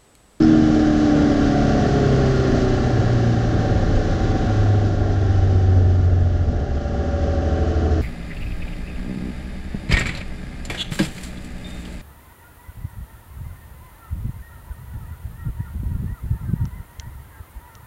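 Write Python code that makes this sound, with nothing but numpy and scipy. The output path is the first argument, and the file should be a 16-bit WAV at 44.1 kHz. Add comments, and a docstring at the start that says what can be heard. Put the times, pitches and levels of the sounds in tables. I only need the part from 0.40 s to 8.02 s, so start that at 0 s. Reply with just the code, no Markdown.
"""An air-cooled flat-four, heard from inside a small car, sinks slowly from about 4700 to 2400 rpm.
The firing note booms, and each engine order swells and fades as it slides through the cabin's resonances.
Fan and gears hum along and the valve gear clatters, over suspension rumble, tyre roar and wind hiss
at the windows. A loose metal part jingles at the very start; glass and steel throw the treble back."""
import sys
import numpy as np
from scipy import signal
from scipy.fft import rfft, irfft, next_fast_len
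from scipy.io import wavfile

SR = 44100
rng = np.random.default_rng(int(sys.argv[2]) if len(sys.argv) > 2 else 0)


def master_out(mix):
    """Clip the mix to full scale and print it as 16-bit PCM to the path in sys.argv[1]."""
    frames = np.transpose(np.atleast_2d(mix))
    ceiling = np.clip(frames, -1, 1)
    pcm = np.round(ceiling * 32767).astype(np.int16)
    wavfile.write(sys.argv[1], SR, pcm)


N = 335853
TIME = np.arange(N) / SR
HOP = 64  # samples between updates of an order's level

# crankshaft speed, winding down (time [s], speed [turns/s])
CRANK_SPEED = [(0.0, 79.15), (0.5, 75.75), (1.0, 72.22), (1.5, 68.6), (2.0, 65.0), (2.5, 61.15),
               (3.0, 57.65), (3.5, 54.85), (4.0, 52.35), (4.5, 50.0), (5.0, 47.65), (5.5, 45.5),
               (6.0, 43.9), (6.5, 42.6), (7.0, 41.35), (7.62, 39.9)]
# how hard the engine works; drone, roar, clatter and hiss ride on it (time [s], level [dB])
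ENGINE_LOAD = [(0.0, 3.5), (0.5, 4), (1.2, 4.7), (2.1, 4.5), (2.9, 1.74), (3.6, 1.5), (4.1, 1.8),
               (4.55, -2.0), (4.95, -1.5), (5.7, -5.5), (6.1, -6), (6.8, -2.5), (7.2, -1.5), (7.62, -2)]
# orders that shake the shell; 2 is the firing note, 1.685 the fan (order [x crank speed], level [dB])
BOOM_ORDERS = [(1.0, -12.5), (1.5, -15), (1.685, -9.5), (2.0, 0.5), (2.5, -22.5), (3.0, -12), (3.499, -24),
               (4.0, -23.5)]
# booming modes of the body shell and the air in it (pitch [Hz], width [Hz], level [dB])
SHELL_MODES = [(50, 25, -20), (68.6, 21, -16), (79.9, 2.9, -21), (92.2, 10.1, -14), (101.7, 3.6, -15.5),
               (117.9, 11.4, -19), (133.1, 10.8, -19.5), (170.3, 23, -18.5), (212, 21, -12),
               (236, 18.3, -5.5), (253.8, 13, -1.5), (295.8, 26, 6), (319.8, 25, 11)]
# dead spots between modes, where the boom cancels at the seats (pitch [Hz], width [Hz], gain [dB])
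SHELL_NULLS = [(85.84, 1.0, -14), (150.6, 1.8, -6)]
# the drone's partials; half orders come from unequal cylinders (order [x crank speed], level [dB])
DRONE_ORDERS = [(4.5, 2.5), (5.0, 1.5), (5.5, 0.5), (6.0, 3), (6.5, 5.5), (7.0, -3.5), (7.5, -10.5),
                (8.0, 7), (8.5, 5), (9.0, -5.5), (9.5, 5.2), (10.0, 3.5), (10.5, 4.5), (11.0, 0),
                (11.5, -8), (12.0, -2.2), (12.5, -5), (13.0, 1.5), (13.5, 7), (14.0, -8), (14.5, 6.5),
                (15.0, 4.5), (15.5, -11), (16.0, -2), (16.5, 10), (17.0, -2.5), (17.5, -10.5), (18.0, 7.5),
                (18.5, 10)]
# hum of the belt-driven fan and the gear mesh (order [x crank speed], level [dB])
FAN_GEAR_ORDERS = [(3.68, 0), (5.405, 0), (10.81, -8.5)]
# peaks and valleys of the path from engine bay to seats (frequency [Hz], gain [dB])
CABIN_RESPONSE = [(180, -43.5), (240, -41), (310, -49.5), (400, -43), (490, -57.5), (570, -48.5),
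                  (660, -61), (760, -45.5), (830, -59.5), (910, -79.5), (1400, -68)]
# panels that sing when an order slides through their pitch (pitch [Hz], width [Hz], boost [dB])
PANEL_MODES = [(318.5, 12, 10.5), (437.4, 7, 6), (519, 5.3, 4), (562, 5.9, 6), (598, 14, 9.5),
               (663, 9, 13.5), (718, 9, 4)]
# one order sings out for a while (start [s], end [s], order [x crank speed], boost [dB])
ORDER_SWELLS = [(1.08, 1.644, 10, 13), (1.09, 1.82, 10.5, 7), (1.38, 2.42, 6, 11), (2.2, 2.85, 12, 7),
                (2.3, 3.2, 12.5, 11.5), (3.21, 3.81, 9.5, 7.5), (3.7, 4.75, 14.5, 4), (4.7, 5.35, 16, 9.5),
                (5.0, 5.6, 8, 6), (5.39, 6.737, 5.405, 9), (6.38, 7.27, 13.5, 8.5), (6.66, 7.7, 10.81, 21)]
# suspension rumble, easing where the road gets smoother (time [s], level [dB])
RUMBLE_LEVEL = [(0.0, -26), (0.8, -27), (2.2, -22.5), (2.8, -27), (3.3, -21), (4.3, -23.5), (5.9, -25.5),
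                (6.7, -33.5), (7.62, -31)]
# deep colour of the suspension rumble (frequency [Hz], level [dB])
RUMBLE_COLOUR = [(8, -30.5), (16, -13), (24, -1), (32, 5.5), (40, 0.5), (50, -4), (72, -2.5), (100, -3),
                 (150, -8.5), (200, -21.5), (400, -72.5)]
# low-mid colour of the tyres through the floor (frequency [Hz], level [dB])
ROAR_COLOUR = [(90, -36), (155, 1.5), (205, -4.5), (232, 3), (280, 0), (315, -2), (345, -3), (420, -2),
               (495, -9), (570, -4), (660, -10), (760, -8.5), (870, -20.5), (1300, -43.5), (3000, -85.5)]
# midrange bite of the valve gear (frequency [Hz], level [dB])
CLATTER_COLOUR = [(500, -24.5), (880, -13.5), (1000, -4.5), (1250, -0.5), (1345, 0), (1400, 6.5),
                  (1460, -1), (1780, 0), (1950, -8), (2300, -21), (3500, -45.5), (8000, -79.5)]
# thin upper edge of the valve gear (frequency [Hz], level [dB])
WHINE_COLOUR = [(1500, -25), (2100, -2.5), (2550, -4), (3000, -2), (3800, -0.5), (5000, -4), (7000, -24)]
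# airy colour of the wind at the window seals (frequency [Hz], level [dB])
HISS_COLOUR = [(900, -29.5), (2000, -1.5), (2550, -3), (2900, 1), (3600, -2), (5000, -2.5), (6100, -4),
               (7100, -10), (7700, -16.5), (9000, -24.5), (10200, -35), (11600, -47), (12700, -34.5),
               (15700, -41.5)]
# touches of a small loose metal part (time [s], level [dB])
JINGLE_HITS = [(.025, -27), (.035, -26), (.048, -29), (0.081, -34)]

ROAR_PER_LOAD, CLATTER_PER_LOAD, TOP_PER_LOAD = 0.84, 1.15, 1.16  # dB gained per dB of load


def gain_of(db):
    """Decibels to amplitude."""
    return 10 ** (np.asarray(db) / 20)


def unit_rms(x):
    """Scales to rms 1."""
    return x / np.sqrt(np.mean(x ** 2) + 1e-20)


def follow(curve):
    """A curve's value at each sample."""
    return np.interp(TIME, *np.transpose(curve))


def level_at(spectrum, hz):
    """A spectrum's level in dB, interpolated on a log-frequency axis."""
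    corner_hz, db = np.transpose(spectrum)
    return np.interp(np.log(hz + 1), np.log(corner_hz + 1), db)


def bells(peaks, hz):
    """Bell-shaped boosts or cuts, in dB, at the given pitches."""
    return sum(db * np.exp(-.5 * ((hz - centre) / width) ** 2) for centre, width, db in peaks)


def wander(rate_hz, points=4096):
    """A random drift of rms 1 that rolls off above rate_hz."""
    hz = np.fft.rfftfreq(points, TIME[-1] / points)
    drift = irfft(rfft(rng.standard_normal(points)) / (1 + (hz / rate_hz) ** 2))
    return np.interp(TIME, np.linspace(0, TIME[-1], points), unit_rms(drift))


def coloured(x, colour):
    """Filters x with a colour curve and scales it to rms 1."""
    size = next_fast_len(N)
    shape = gain_of(level_at(colour, np.fft.rfftfreq(size, 1 / SR)))
    return unit_rms(irfft(rfft(x, size) * shape, size)[:N])


def noise(colour):
    """Noise of rms 1 in the given colour."""
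    return coloured(rng.standard_normal(N), colour)


def tone(turns):
    """A sine of rms 1 that starts anywhere in its cycle."""
    return np.sqrt(2) * np.sin(2 * np.pi * (turns + rng.random()))


def shell_response(hz):
    """How loudly the body shell answers at each pitch, in dB: its modes add in power."""
    power = sum(gain_of(db) ** 2 / (1 + (2 * (hz - centre) / width) ** 2) ** 2
                for centre, width, db in SHELL_MODES)
    return 10 * np.log10(power) + bells(SHELL_NULLS, hz)


def body_boom(speed, turns, boom_db=-0.8, shake=0.036, drift_db=0.35):
    """Each low order swells and fades as the sinking revs carry it through the modes of the shell."""
    out = np.zeros(N)
    for order, db in BOOM_ORDERS:
        level_db = np.interp(TIME, TIME[::HOP], db + shell_response(order * speed[::HOP]))
        level_db += drift_db * wander(rate_hz=2.4)
        out += gain_of(level_db) * tone(order * turns) * (1 + shake * wander(rate_hz=38))
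    return gain_of(boom_db) * out


def engine_drone(speed, turns, load_db, roughness=.09, scatter_turns=.14, swell_ramp_s=0.15):
    """Engine, fan and gear orders glide through the cabin's resonances; no two cycles are equally strong."""
    orders, order_db = np.transpose(DRONE_ORDERS + FAN_GEAR_ORDERS)
    step_times = TIME[::HOP]
    hz = orders[:, None] * speed[::HOP]
    level_db = order_db[:, None] + level_at(CABIN_RESPONSE, hz) + bells(PANEL_MODES, hz)
    for start, end, order, boost_db in ORDER_SWELLS:
        inside_s = np.minimum(step_times - start, end - step_times)
        swell = np.clip(inside_s / swell_ramp_s + .5, 0, 1)
        level_db[np.argmin(abs(orders - order))] += boost_db * swell
    # one cylinder barks loudest: neighbouring high orders stay nearly in step and throb once a cycle
    scatter = np.where(orders > 9, scatter_turns, 1)
    lags = np.cumsum(scatter * rng.standard_normal(len(orders)))
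    out = np.zeros(N)
    for order, envelope, lag in zip(orders, gain_of(level_db), lags):
        partial = np.sqrt(2) * np.cos(2 * np.pi * (order * turns - lag))
        out += np.interp(TIME, step_times, envelope) * partial * (1 + roughness * wander(rate_hz=29))
    return gain_of(load_db) * out


def road_noise(load_db, roar_db=-28, rumble_sway_db=.7, roar_sway_db=1.5):
    """The suspension rumbles and the tyres roar through the floor; both sway with the road surface."""
    rumble_gain = gain_of(follow(RUMBLE_LEVEL) + rumble_sway_db * wander(rate_hz=3.2))
    roar_gain = gain_of(roar_db + ROAR_PER_LOAD * load_db + roar_sway_db * wander(rate_hz=4.0))
    return rumble_gain * noise(RUMBLE_COLOUR) + roar_gain * noise(ROAR_COLOUR)


def valve_ticks(turns, harmonics=170, size=8192):
    """One pattern of ticks, looped every two crank turns: a dense comb of high orders."""
    spectrum = rng.standard_normal(harmonics) * np.exp(2j * np.pi * rng.random(harmonics))
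    cycle_position = turns / 2 % 1
    return np.interp(cycle_position * size, np.arange(size), irfft(spectrum, size))


def valve_gear(turns, load_db, clatter_db=-41.0, whirr_db=-43.5, whine_db=-53, throb_depth=0.058):
    """The valve gear clatters and whirrs in time with the engine cycle, with a thin whine on top."""
    ticks = valve_ticks(turns)
    throb = 1 + throb_depth * unit_rms(sum(tone(k * turns / 2) for k in range(1, 5)))
    clatter = gain_of(clatter_db) * throb * noise(CLATTER_COLOUR)
    whirr = gain_of(whirr_db) * coloured(ticks, CLATTER_COLOUR)
    whine = gain_of(whine_db + TOP_PER_LOAD * load_db) * coloured(ticks, WHINE_COLOUR)
    return gain_of(CLATTER_PER_LOAD * load_db) * (clatter + whirr) + whine


def window_wind(load_db, hiss_db=-45.0, flutter_db=0.63):
    """Wind hisses and flutters at the window seals."""
    level_db = hiss_db + TOP_PER_LOAD * load_db + flutter_db * wander(rate_hz=25)
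    return gain_of(level_db) * noise(HISS_COLOUR)


def metal_jingle(ring_hz=5250, t60_s=0.023):
    """Each touch of the loose part rings one short, high mode."""
    out = np.zeros(N)
    for start, db in JINGLE_HITS:
        age = np.maximum(TIME - start, 0)
        decay_db = -60 * np.minimum(age / t60_s, 10)
        out += gain_of(db + decay_db) * np.sin(2 * np.pi * ring_hz * age)
    return out


def cabin_reflections(x, wet_db=-14, t60_s=0.033, predelay_s=.002, size=2600):
    """Glass and painted steel throw the treble back within a few hundredths of a second."""
    age = np.arange(size) / SR
    tail = rng.standard_normal(size) * gain_of(-60 * age / t60_s) * (age > predelay_s)
    return x + gain_of(wet_db) * signal.oaconvolve(x, tail / np.linalg.norm(tail))[:N]


def scene(speed_wobble=0.00039):
    """One slightly unsteady crankshaft drives every engine layer, over a bed of road and wind."""
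    speed, load_db = follow(CRANK_SPEED), follow(ENGINE_LOAD)
    turns = np.cumsum(speed * (1 + speed_wobble * wander(rate_hz=6.6))) / SR
    treble = valve_gear(turns, load_db) + window_wind(load_db) + metal_jingle()
    treble = cabin_reflections(treble)
    body = body_boom(speed, turns) + engine_drone(speed, turns, load_db) + road_noise(load_db)
    return (body + treble)[None]


def record(dry, cutoff_hz=15700):
    """Tiny fades at both ends and a steep high cut."""
    faded = dry * signal.windows.tukey(N, .001)
    return signal.sosfiltfilt(signal.butter(16, cutoff_hz, fs=SR, output="sos"), faded)


dry = scene()
out = record(dry)
master_out(out)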